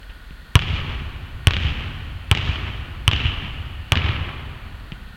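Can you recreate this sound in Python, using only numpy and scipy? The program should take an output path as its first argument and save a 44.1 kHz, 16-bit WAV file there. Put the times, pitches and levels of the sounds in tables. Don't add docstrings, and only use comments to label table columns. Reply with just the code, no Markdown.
import sys
import numpy as np
from scipy import signal
from scipy.fft import rfft, irfft
from scipy.io import wavfile

SR = 44100
rng = np.random.default_rng(int(sys.argv[2]) if len(sys.argv) > 2 else 0)


def log_audio(samples):
    frames = np.atleast_2d(samples).T
    limited = np.clip(frames, -1, 1)
    pcm = np.round(limited * 32767).astype(np.int16)
    wavfile.write(sys.argv[1], SR, pcm)


N = 227952

# delay in seconds, level in dB.
BOUNCES = [(0.5548, 8.5, 14000, -1, -0.5, -18.5, -14, .114, -37),
           (1.4712, 10, 14000, -1, -0.5, -25.5, -17.5, .0957, -15),
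           (2.314, 10.5, 20000, -1.5, -2, -21, -16.5, 0.1, -29),
           (3.0789, 11, 18000, 3.5, -0.5, -21, -18, 0.085, -25),
           (3.9209, 11.5, 6450, -2, -1.5, -15, -11.5, 0.17, -21)]
# time in seconds, distance from the listener in metres.
DISTANCE = [(.55, 7), (1.47, 7.6), (2.31, 9.2), (3.08, 11.1), (3.92, 11.9)]
# frequency in Hz, relative level in dB.
SLAP_COLOUR = [(60, -3), (200, 8.5), (400, -1), (600, -5), (1100, -3), (1700, 2), (2150, 4), (2550, 8.5),
               (3050, 12), (3500, 3), (4300, -5.5), (5700, -14), (8000, -23.5), (15000, -58)]
# pitch in Hz, relative level in dB, t60 in seconds.
RING_MODES = [(142.8, 2, 0.14), (392, -4.5, 0.078), (500, -8.5, 0.02), (900, -39, 0.075),
              (1172, -9.5, 0.096), (1320, 3.5, 0.021), (1760, -16, 0.051), (2393, 1, 0.029),
              (2890, -3, 0.066), (3280, -0.5, 0.064)]
# frequency in Hz, relative level in dB.
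RATTLE_COLOUR = [(60, 6), (170, 4.5), (400, -6), (600, -1), (1100, 6.5), (1800, -1.5), (3000, -19.5),
                 (4500, -16.5), (8000, -36), (15000, -67)]
# start in seconds, slap, scuff and thump in dB, thump in Hz.
TOUCHES = [(0.031, -31, -54, -57, 120), (.092, -60, -35.5, -38, 60.5), (0.308, -31, -47, -30.5, 154),
           (4.9205, -18.5, -34.5, -23, 149)]
# delay in seconds, its change per metre past
# REFERENCE_M, level in dB, its change per metre, scatter in dB.
WALLS = [(.0372, -.0005, -16, -.2, -18), (.0665, -.0031, -21.5, .8, -16), (.365, .001, -37, 1.3, -12)]
# frequency in Hz, relative level in dB.
HALL_COLOUR = [(25, 10), (52, 13), (90, -16), (160, 0.5), (250, 2), (400, -4.5), (600, 1.5), (1100, -0.5),
               (1800, -2.5), (2800, -4), (4500, -6), (7000, -7.5), (12000, -19)]
# frequency in Hz, t60 in seconds.
HALL_DECAY = [(60, 3.42), (200, 2.7), (1100, 2.99), (2800, 2.05), (5000, 1.55), (8000, 1.67), (14000, .4)]
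# delay and width in seconds, boost in dB,
# frequency in Hz below which the boost fades.
HALL_SWELLS = [(0.182, 0.067, 4, 4570), (.36, 0.04, 2, 25)]
# frequency in Hz, relative level in dB.
VENT_COLOUR = [(12, -43), (20, -0.5), (58, 6), (110, -13.5), (230, -17.5), (340, -24.5), (800, -26),
               (1270, -24), (1650, -22), (2050, -28), (3200, -26.5), (4400, -32), (5400, -43.5),
               (15500, -45)]
# centre in Hz, width in Hz, rms level in dB.
CAMERA_WHINE = [(1460, 130, -55), (1850, 140, -56.5), (3280, 260, -73), (4300, 380, -65.5)]

HZ = np.fft.rfftfreq(2 ** 18, 1 / SR)
AGE = np.arange(SR // 4) / SR
REFERENCE_M = 7
THUMP_HZ = 88.2
CLACK_S, CLACK_DB, CLACK_SCATTER_DB = .012, -20.5, -22
ROOF_S, ROOF_S_PER_M, ROOF_DB = .178, -.0012, -11.5
HALL_DB, TREBLE_DB, TREBLE_DB_PER_M, EARLY_DB, EARLY_DB_PER_M = -6.5, 2, -0.56, -4.5, 1
FLUTTER_FROM_S, FLUTTER_TO_S = 0.055, .25
FLUTTER_DB, FLUTTER_DB_PER_S, FLUTTER_SPREAD_DB = -27.5, -23, 3


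def dribble():
    out = np.zeros(N)
    for start, slap_db, top_hz, ping_db, thump_db, ring_db, rattle_db, stands_s, stands_db in BOUNCES:
        metres = np.interp(start, *np.transpose(DISTANCE))
        further_m = metres - REFERENCE_M
        low_end = amp(thump_db) * thump(THUMP_HZ)
        bounce = amp(slap_db) * slap(ping_db=ping_db, top_hz=top_hz) + low_end + amp(ring_db) * ring()
        click = amp(slap_db) * slap(ping_db=ping_db - 1, top_hz=top_hz)
        direct = bounce + amp(rattle_db) * rattle()
        add(direct, CLACK_S, amp(CLACK_DB) * scattered(click, CLACK_SCATTER_DB))
        add(out, start, direct * REFERENCE_M / metres)
        add(out, start, reflections(click, further_m, stands_s, stands_db))
        add(out, start + ROOF_S + ROOF_S_PER_M * further_m, amp(ROOF_DB) * low_end)
        treble_db = TREBLE_DB + TREBLE_DB_PER_M * further_m
        early_db = EARLY_DB + EARLY_DB_PER_M * further_m
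        add(out, start, amp(HALL_DB) * hall(bounce, treble_db, early_db))
    return out


def slap(ping_db=0, ping_hz=2950, ping_width_hz=400, top_hz=SR):
    hz = np.fft.rfftfreq(len(AGE) - 1, 1 / SR)
    boost_db = ping_db * np.exp(-((hz - ping_hz) / ping_width_hz) ** 2)
    gain = amp(along(SLAP_COLOUR, hz) + boost_db) / (1 + (hz / top_hz) ** 2)
    cepstrum = irfft(np.log(gain))
    half = len(cepstrum) // 2
    cepstrum[1:half] *= 2
    cepstrum[half + 1:] = 0
    click = np.append(irfft(np.exp(rfft(cepstrum))), 0)
    return click / np.abs(click).max()


def thump(hz, swell_s=0.0044, lowest_hz=22):
    push = AGE / swell_s * np.exp(1 - AGE / swell_s) * np.cos(2 * np.pi * hz * AGE)
    low_cut = signal.butter(1, lowest_hz, "high", fs=SR)
    return signal.lfilter(*low_cut, push)


def ring(vary_db=1):
    return sum(amp(db + vary_db * rng.standard_normal() - 60 * AGE / t60) * np.sin(2 * np.pi * hz * AGE)
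               for hz, db, t60 in RING_MODES)


def rattle(t60=0.083):
    return noise(amp(along(RATTLE_COLOUR, HZ)))[:len(AGE)] * amp(-60 * AGE / t60)


def reflections(click, further_m, stands_s, stands_db, stands_scatter_db=-22, flutter_scatter_db=-18,
                flutter_count=12):
    out = np.zeros(SR)
    for near_s, s_per_m, db, db_per_m, scatter_db in WALLS:
        delay = near_s + s_per_m * further_m
        add(out, delay, amp(db + db_per_m * further_m) * echo(click, delay, scatter_db))
    add(out, stands_s, amp(stands_db) * echo(click, stands_s, stands_scatter_db))
    for delay in rng.uniform(FLUTTER_FROM_S, FLUTTER_TO_S, flutter_count):
        db = FLUTTER_DB + FLUTTER_DB_PER_S * delay + FLUTTER_SPREAD_DB * rng.standard_normal()
        add(out, delay, amp(db) * echo(click, delay, flutter_scatter_db))
    return out


def echo(click, delay, scatter_db, top_hz=9800, halved_at_s=0.14):
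    cutoff_hz = np.clip(top_hz / (1 + delay / halved_at_s), 1000, SR / 3)
    return signal.lfilter(*signal.butter(2, cutoff_hz, fs=SR), scattered(click, scatter_db))


def scattered(click, scatter_db, t60=0.018):
    smear = amp(scatter_db - 60 * AGE / t60) * rng.standard_normal(len(AGE))
    return click + signal.fftconvolve(click, smear)[:len(AGE)]


def hall(sound, treble_db=0, early_db=0, treble_hz=6000, gap_s=0.041, gap_db=-9, build_s=0.22,
         grain_db=6, mixing_s=0.37):
    hz, frame_s, spectrum = signal.stft(rng.standard_normal(SR * 2), SR, nperseg=512)
    hz = hz[:, None]
    swell_db = sum(db * np.exp(-((frame_s - delay) / width) ** 2) * hz / np.hypot(hz, above_hz)
                   for delay, width, db, above_hz in HALL_SWELLS)
    colour_db = along(HALL_COLOUR, hz) + treble_db * np.minimum(hz / treble_hz, 1) ** 2
    decay_db = -60 * frame_s / along(HALL_DECAY, hz)
    tail = signal.istft(spectrum * amp(colour_db + swell_db + decay_db), SR, nperseg=512)[1]
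    t = np.arange(len(tail)) / SR
    clumps = np.interp(t, np.linspace(0, 2, num=1000), rng.uniform(-1, 1, size=1000))
    onset_db = gap_db * (t < gap_s) + early_db * np.clip(2 - t / build_s * 2, 0, 1)
    shape = amp(onset_db + grain_db * clumps * np.exp(-t / mixing_s))
    energy = np.sum((shape * amp(-60 * t / 2)) ** 2)
    return signal.fftconvolve(sound, tail * shape / np.sqrt(energy))


def steps_and_catch(hall_db=-6):
    out = np.zeros(N)
    for start, slap_db, scuff_db, thump_db, thump_hz in TOUCHES:
        low_end = amp(thump_db) * thump(thump_hz, swell_s=0.0027)
        touch = amp(slap_db) * slap(top_hz=6000) + amp(scuff_db) * scuff() + low_end
        add(out, start, touch)
        add(out, start, amp(hall_db) * hall(touch))
    return out


def scuff(rise_s=.006, t60=.09):
    rub = signal.fftconvolve(rng.standard_normal(len(AGE)), slap(top_hz=2980))[:len(AGE)]
    return unit(rub) * (1 - np.exp(-AGE / rise_s)) * amp(-60 * AGE / t60)


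def ventilation(level_db=-39):
    return amp(level_db) * noise(amp(along(VENT_COLOUR, HZ)))


def camera_whine():
    return sum(amp(db) * noise(1 / (1 + (2 * (HZ - hz) / width) ** 2)) for hz, width, db in CAMERA_WHINE)


def amp(db):
    return 10 ** (np.asarray(db) / 20)


def unit(x):
    return x / np.sqrt(np.mean(x ** 2) + 1e-20)


def along(points, hz):
    point_hz, values = np.transpose(points)
    return np.interp(np.log(hz + 1), np.log(point_hz), values)


def add(track, start_s, sound):
    start = max(0, round(start_s * SR))
    part = sound[:max(0, len(track) - start)]
    track[start:start + len(part)] += part


def filtered(x, gain):
    return irfft(rfft(x, 2 * (len(HZ) - 1)) * gain)[:len(x)]


def noise(gain):
    return unit(filtered(rng.standard_normal(N), gain))


def scene():
    return (dribble() + steps_and_catch() + camera_whine() + ventilation())[None]


def record(dry, top_hz=16300):
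    return filtered(np.clip(dry[0], -1, 1), HZ < top_hz)[None]


dry = scene()
out = record(dry)
log_audio(out)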